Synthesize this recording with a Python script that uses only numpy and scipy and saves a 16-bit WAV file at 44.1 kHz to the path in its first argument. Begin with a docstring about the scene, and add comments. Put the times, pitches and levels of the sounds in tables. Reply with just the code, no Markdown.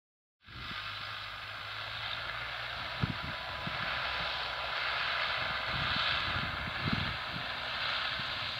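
"""A gust on the microphone fades in with the clatter of a diesel tractor, far across a wide field.
The engine speeds up a little; its knocks and gear whines drift in and out on the moving air,
over the low hum of the exhaust. The planter it pulls jingles its chain, taps and clinks.
Gusts keep buffeting the microphone, over a faint steady hiss."""
import sys
import numpy as np
from scipy import signal
from scipy.fft import rfft, irfft
from scipy.io import wavfile
from scipy.ndimage import uniform_filter1d

SR = 44100
rng = np.random.default_rng(int(sys.argv[2]) if len(sys.argv) > 2 else 0)


def persist_wave(psi):
    """Save psi, clipped to +-1, as 16-bit WAV."""
    counts = np.round(np.clip(psi, -1, 1) * 32767).astype(np.int16)
    wavfile.write(sys.argv[1], SR, np.atleast_2d(counts).T)


N = 378819
TIME, FREQS = np.arange(N) / SR, np.fft.rfftfreq(N, 1 / SR)

# Engine speed, opened up once, then held by the governor. 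Each row: time in seconds, firings per second.
ENGINE_SPEED = [(.65, 51.2), (1, 51.85), (1.35, 51.5), (1.65, 51.9), (2.45, 59), (2.9, 61), (3.6, 63),
                (4.75, 62.1), (5.1, 63.05), (6.2, 63), (8.5, 62.8)]
# How the air carries the machine. Each row: time in seconds, level in dB, treble offset in dB.
AIR_CARRY = [(.8, -43, -2), (1.25, -45, -2.5), (1.44, -44, -7), (1.75, -43.5, -2.5), (2.12, -41.5, -1.5),
             (2.35, -40.5, -8), (2.56, -41, -4), (3.58, -43.5, -3.5), (3.85, -36.5, -7), (4.35, -39.3, 0.2),
             (4.6, -41, -4), (4.85, -36, -4), (5.22, -34.5, -4.5), (5.62, -39, -4), (6.05, -34, -0.2),
             (6.62, -41, -8), (6.93, -37.5, -3), (7.25, -41, -4), (7.62, -41.5, -2), (7.93, -36, -0.9),
             (8.12, -39.5, -1), (8.55, -42, 2.5)]


def amp(db):
    """Decibels to gain."""
    return 10 ** (np.asarray(db) / 20)


def unit(x):
    """Scales to rms 1."""
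    return x / np.sqrt(np.mean(x ** 2) + 1e-20)


def curves(rows, t=TIME):
    """One automation curve for each column after a table's time column."""
    times, *columns = np.transpose(rows)
    return [np.interp(t, times, column) for column in columns]


def colour(points, hz):
    """Gain of an EQ curve drawn through (Hz, dB) points on a log-frequency axis."""
    point_hz, db = np.transpose(points)
    return amp(np.interp(np.log(hz + 1), np.log(point_hz), db))


def filtered(x, gain):
    """Applies a gain per frequency."""
    return irfft(rfft(x) * gain, N)


def band_rms(x, low_hz, high_hz):
    """Rms of the part of x within a band."""
    return np.std(filtered(x, (FREQS > low_hz) & (FREQS < high_hz)))


def bell(x, centre, width):
    """A bell curve of height 1."""
    return np.exp(-((x - centre) / width) ** 2)


def wander(rate):
    """Slow random motion of rms 1, up to about rate changes a second."""
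    t = np.linspace(0, N / SR, 4096)
    hz = np.fft.rfftfreq(len(t), t[1])
    slow = irfft(rfft(rng.standard_normal(len(t))) * bell(hz, 0, rate) * (hz > 0))
    return unit(np.interp(TIME, t, slow))


def add(mix, start_s, sound):
    """Lays a sound into the mix."""
    part = mix[round(start_s * SR):][:len(sound)]
    part += sound[:len(part)]


def tone(cycles, db, flutter_db, blur_rad):
    """A sine that flutters in level and phase on its way through the air."""
    peak = np.sqrt(2) * amp(db + flutter_db * wander(rate=3.6))
    return peak * np.sin(2 * np.pi * cycles + blur_rad * wander(rate=7))


def ring(hz, decay_s, rise_s):
    """One short metallic ring of peak 1, its attack softened by distance."""
    t = np.arange(SR // 10) / SR
    x = (1 - np.exp(-t / rise_s)) * np.exp(-t / decay_s) * np.sin(2 * np.pi * hz * t)
    return x / abs(x).max()


def eddies(noise, hz):
    """Small swirls of air: a broad band of the noise near hz, at rms 1."""
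    return unit(filtered(noise, (FREQS / hz) ** 2 / (1 + (FREQS / hz) ** 6)))


def hiss(top_band_db=-72):
    """One microphone's own steady noise."""
    # The hiss colour. Each row: frequency in Hz, relative level in dB.
    hiss_eq = [(20, -8), (70, 2), (170, 10), (480, 16.5), (1000, -7), (3000, -21), (4000, -21.5),
               (4700, 6.5), (6500, 5.5), (9000, 3), (14100, 3), (14300, 3), (14500, 3)]
    noise = filtered(rng.standard_normal(N), colour(hiss_eq, FREQS))
    return amp(top_band_db) * noise / band_rms(noise, 9000, 15000)


def whistle(end_s=1.2, hz=14360, db=-85):
    """A faint, smeared high whistle at the start that stops short."""
    return (TIME < end_s) * tone(hz * TIME, db, flutter_db=2, blur_rad=8)


def wind_strength(breeze_db=-65.5, freshen_db_per_s=0.8, edge_drop_db=7):
    """In dB: each gust swells and dies in one arch above a slowly freshening breeze."""
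    # Gusts on the microphone. Each row: peak time in seconds, length in seconds, strength in dB.
    gusts = [(0.55, .2, -44), (2.3, 0.55, -58.5), (2.832, 0.17, -53), (3.071, 0.17, -44.5),
             (3.28, 0.15, -49), (3.75, 0.68, -53), (4.21, 0.12, -52), (5.47, 0.23, -54), (5.808, 0.19, -42),
             (6.42, 0.68, -47.5), (6.956, .26, -38), (7.357, 0.14, -48), (8.302, 0.52, -53)]
    arches = [db - edge_drop_db * (2 * (TIME - peak_s) / length) ** 2 for peak_s, length, db in gusts]
    return np.maximum(np.max(arches, axis=0), breeze_db + freshen_db_per_s * TIME)


def wind(trim_db=-2, lump_db=2.5, ceiling_db=-45, flap_db=-8):
    """Lumpy turbulence at the microphone port; strong gusts add smaller, higher eddies."""
    # The rumble's colour. Each row: frequency in Hz, relative level in dB.
    rumble_eq = [(20, -26), (40, -6), (70, 2.5), (115, 3), (170, -4.5), (250, -8.5), (350, -13), (500, -32),
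                 (900, -56)]
    gust_db = np.minimum(wind_strength(), ceiling_db)
    lumps = amp(lump_db * wander(rate=61))
    rumble = filtered(rng.standard_normal(N) * lumps, colour(rumble_eq, FREQS))
    rumble /= band_rms(rumble, 135, 330)
    flaps = eddies(rng.standard_normal(N) * lumps, hz=260) * amp(flap_db + gust_db - ceiling_db)
    return amp(gust_db + trim_db) * (rumble + flaps)


def buffets(trim_db=0.5, width_cycles=0.58, shed_db=-17, shed_s=0.01, port_cut_hz=45):
    """Each strong eddy is a pressure swing of a cycle or two, with smaller eddies shed around it."""
    # Eddies that thump the microphone. Each row: time in seconds, strength in dB, pitch in Hz.
    thumps = [(.715, -34, 190), (1.011, -40, 120), (3.02, -31, 220), (3.039, -18, 125), (3.102, -22, 170),
              (3.245, -32, 140), (3.298, -32, 110), (3.675, -27, 150), (3.834, -35, 132), (4.21, -35, 140),
              (5.424, -34, 95), (5.509, -35, 172), (5.76, -29, 130), (5.82, -30, 140), (5.965, -27, 170),
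              (6.309, -33, 110), (6.435, -28, 140), (6.68, -32, 140), (6.88, -21, 145), (6.934, -20, 175),
              (6.982, -25, 140), (7.015, -28, 180), (7.364, -31, 145), (8.196, -35, 135)]
    swings, shedding = np.zeros(N), np.zeros(N)
    for (at_s, db, hz), phase in zip(thumps, rng.random(len(thumps))):
        near = abs(TIME - at_s) < 0.05
        cycles = (TIME[near] - at_s) * hz
        envelope = amp(db + trim_db) / np.cosh(2 * cycles / width_cycles)
        swings[near] += envelope * np.sin(2 * np.pi * (cycles + phase))
        shedding[near] += amp(db + shed_db) * bell(TIME[near], at_s, shed_s)
    pressure = swings + shedding * eddies(rng.standard_normal(N), hz=270)
    return filtered(pressure, FREQS ** 2 / (FREQS ** 2 + port_cut_hz ** 2))


def chain(base_db=-85.5, jingle_db=3, air_follow=0.6, nearing_db_per_s=1.39):
    """Links tumble over their sprockets, louder as the air carries more treble and the planter nears."""
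    # The chain's high rings. Each row: centre in Hz, width in Hz, relative level in dB.
    link_rings = [(5875, 48, 4.5), (6550, 230, -2), (7170, 120, -5), (7760, 220, -7)]
    ring_eq = sum(amp(db) * bell(FREQS, hz, width) for hz, width, db in link_rings)
    links = rng.standard_normal(N) * amp(jingle_db * wander(rate=45))
    carry_db, treble_db = curves(AIR_CARRY)
    lift_db = carry_db + treble_db - np.mean(carry_db + treble_db)
    return unit(filtered(links, ring_eq)) * amp(base_db + air_follow * lift_db + nearing_db_per_s * TIME)


def taps(count=200, trim_db=2):
    """Loose parts tap at random as the planter jolts over the soil."""
    # The parts. Each row: pitch in Hz, relative level in dB.
    loose_parts = [(1390, 0), (1530, 0), (1650, -1), (2070, -2), (2640, 0), (3470, -3), (3750, -3),
                   (4380, -7)]
    out = np.zeros(N)
    for when, which, force, detune in rng.random((count, 4)):
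        hz, db = loose_parts[int(which * len(loose_parts))]
        tap = ring(hz * (0.993 + 0.014 * detune), decay_s=0.0078, rise_s=0.0014)
        add(out, when * N / SR, amp(db) * force * tap)
    return out * amp(curves(AIR_CARRY)[0] + trim_db)


def clinks(trim_db=-1):
    """Loose metal strikes and rings, a few times and louder than the taps."""
    # The strikes. Each row: start in seconds, peak in dB before the trim, pitch in Hz, decay in seconds.
    strikes = [(.958, -39.5, 4000, 0.018), (1.05, -44, 4950, 0.0088), (2.061, -30.5, 3600, 0.0037),
               (1.972, -35, 3640, .005), (2.114, -31, 3770, 0.0024), (2.132, -27.5, 3660, 0.0034),
               (2.373, -30, 1390, 0.0023)]
    out = np.zeros(N)
    for start_s, db, hz, decay_s in strikes:
        add(out, start_s, amp(db + trim_db) * ring(hz, decay_s, rise_s=0.00064))
    return out


def firing_count(hunting=0.0018):
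    """Number of engine firings so far; the governor hunts slightly."""
    rate = curves(ENGINE_SPEED)[0] * (1 + hunting * wander(rate=7.2))
    return np.cumsum(rate) / SR


def exhaust(firings):
    """The firing tone and its octave, each booming near its pipe resonance."""
    # The pipe's tones. Each row: multiple of the firing rate, level in dB, resonance in Hz,
    # its width in Hz, boom in dB, flutter in dB.
    pipe_tones = [(1, -64.5, 58.4, 4.9, 9, 2.5), (2, -69.5, 111.6, 17, 16, 0)]
    rate, out = curves(ENGINE_SPEED)[0], np.zeros(N)
    for multiple, db, hz, width, boom_db, flutter_db in pipe_tones:
        boom = bell(multiple * rate, hz, width)
        out += tone(multiple * firings, db + boom_db * boom, flutter_db, blur_rad=0.1)
    return out


def main_gear(firings, multiple=16, start_s=2.7, fade_s=0.22, peak_s=4.33, peak_db=-49.5):
    """A gear whine locked to the engine speed comes in, swells to a peak and slowly sinks."""
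    rise_db_per_s, sink_db_per_s = 4, 2.5
    past_peak_s = TIME - peak_s
    db = peak_db + np.minimum(rise_db_per_s * past_peak_s, -sink_db_per_s * past_peak_s)
    fade = np.clip((TIME - start_s) / fade_s, 0, 1)
    return fade * tone(multiple * firings, db, flutter_db=1.3, blur_rad=0.35)


def lesser_gears(firings, trim_db=-1, fade_s=0.22):
    """Smaller gear whines waver with the engine speed and drift in and out."""
    # The whines. Each row: start and end in seconds, midway pitch in Hz, level in dB before the trim.
    whines = [(.4, 1.7, 1240, -53), (.45, 2.2, 1075, -59), (5.1, 8.9, 1062, -56), (5.7, 8.4, 1531, -54),
              (6.1, 7.9, 405, -69), (7.1, 8.8, 248, -64)]
    out = np.zeros(N)
    for start_s, end_s, hz, db in whines:
        fade = np.clip(np.minimum(TIME - start_s, end_s - TIME) / fade_s, 0, 1)
        multiple = hz / curves(ENGINE_SPEED, (start_s + end_s) / 2)[0]
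        out += fade * tone(multiple * firings, db + trim_db, flutter_db=1.6, blur_rad=0.35)
    return out


def knocks(firings, throb_slow=0.17, throb_fast=0.071, uneven_db=0.17, rattles_per_s=110):
    """Noise that swells with each firing and the valve beats between, plus loose rattling metal."""
    rate = curves(ENGINE_SPEED)[0]
    throb = np.interp(rate, [rate.min(), rate.max()], [throb_slow, throb_fast])  # firings blur at speed
    angle = 2 * np.pi * firings
    beat = 1 + throb * (np.cos(angle) + np.cos(2 * angle) / 3 + np.cos(3 * angle) / 2)
    hits = (rng.random(N) < rattles_per_s / SR) * rng.uniform(0, 1.95, N)
    rattle = 0.76 * signal.lfilter([1], [1, -np.exp(-1 / (0.0021 * SR))], hits)  # 2.1 ms decay
    force = beat * np.hypot(amp(uneven_db * wander(rate=60)), rattle)
    return force * rng.standard_normal(N)


def moving_air(sound, low_split_hz=1030, high_split_hz=2750, mid_trim_db=-0.28):
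    """The air fades the clatter's body, mids and treble, each on its own curve."""
    # The low body's fader. Each row: time in seconds, level in dB.
    body_levels = [(.7, -58.5), (1.6, -55), (2.05, -50.5), (3.4, -49.5), (4, -44.5), (4.7, -44.5),
                   (6.1, -46.5), (6.6, -48.5), (7.8, -47.5), (8.5, -50.5)]
    carry_db, treble_db = curves(AIR_CARRY)
    lows = 1 / (1 + (FREQS / low_split_hz) ** 10)
    highs = 1 - 1 / (1 + (FREQS / high_split_hz) ** 10)
    body = filtered(sound, lows) / band_rms(sound, 480, 950) * amp(curves(body_levels)[0])
    mids = filtered(sound, 1 - lows - highs) / band_rms(sound, 1100, 2600) * amp(carry_db + mid_trim_db)
    treble = filtered(sound, highs) / band_rms(sound, 2900, 4800) * amp(carry_db + treble_db)
    return body + mids + treble


def clatter(firings, shimmer_db=0.64):
    """The knocks ring the engine and panels; reflected sound cuts notches on the way over the field."""
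    # The clatter's colour. Each row: frequency in Hz, relative level in dB.
    engine_eq = [(40, -13.5), (200, -28.5), (430, -18.5), (640, -2.5), (900, -7), (1130, -5), (1350, 1),
                 (1680, -0.5), (2300, -2.5), (3000, -4.5), (3950, -5), (4600, -10.5), (5400, -29),
                 (6300, -43), (9000, -50), (14000, -78)]
    # Panel rings (boosts) and reflection notches (cuts). Each row: centre in Hz, width in Hz, gain in dB.
    ripples = [(1244, 38, 4.5), (1390, 21, 5), (1537, 18, 2.5), (1660, 41, 3), (1886, 65, -13.5),
               (2370, 84, -5.5), (2680, 46, 1), (2898, 99, -4.5), (4265, 59, -10.5), (4420, 75, 0.5),
               (4806, 120, -8.5), (4980, 90, 2)]
    # The path as the tractor nears. Each row: time in seconds, factor on the ripples' frequencies,
    # factor on their depth, gain in dB of the top edge near 5.5 kHz.
    sound_path = [(1.4, .978, 1.2, 6), (2.1, .995, 1.1, -1), (2.6, 1.025, 0.88, 4.5), (3.5, 0.99, 0.87, 4),
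                  (4.8, 0.997, .9, 3), (5.9, 0.98, 1.5, -4), (7.3, 1.03, 0.92, -4)]
    hz, frame_s, spectrum = signal.stft(knocks(firings), SR, nperseg=2048, noverlap=1536)
    drift, depth, top_db = curves(sound_path, frame_s)
    path_hz = hz[:, None] / drift
    ripple_db = depth * sum(db * bell(path_hz, centre, width) for centre, width, db in ripples)
    edge_db = top_db * bell(path_hz, 5500, 650)
    speckle = rng.standard_normal(spectrum.shape)  # smoothed in pitch and time into shimmering patches
    patches = unit(uniform_filter1d(uniform_filter1d(speckle, size=24, axis=0), size=7, axis=1))
    spectrum *= colour(engine_eq, hz)[:, None] * amp(ripple_db + edge_db + shimmer_db * patches)
    return signal.istft(spectrum, SR, nperseg=2048, noverlap=1536)[1][:N]


def scene():
    """Tractor, planter and wind sit in the centre; only the hiss differs between the ears."""
    firings = firing_count()
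    tractor = moving_air(clatter(firings)) + exhaust(firings) + main_gear(firings) + lesser_gears(firings)
    planter = chain() + clinks() + taps()
    centre = tractor + planter + wind() + buffets() + whistle()
    return np.array([centre + hiss(), centre + hiss()])


def record(dry):
    """The microphone's bass roll-off, a fade-in, then a steep top cut."""
    low_cut_hz, top_cut_hz = 30, 15800
    fade_start_s, fade_s = 0.39, 0.31
    thinned = filtered(dry, FREQS ** 4 / (FREQS ** 4 + low_cut_hz ** 4))
    fade = np.clip((TIME - fade_start_s) / fade_s, 0, 1) ** 1.4
    top_cut = signal.firwin(511, top_cut_hz, window=("kaiser", 9), fs=SR)
    return signal.oaconvolve(thinned * fade, top_cut[None], "same")


dry = scene()
out = record(dry)
persist_wave(out)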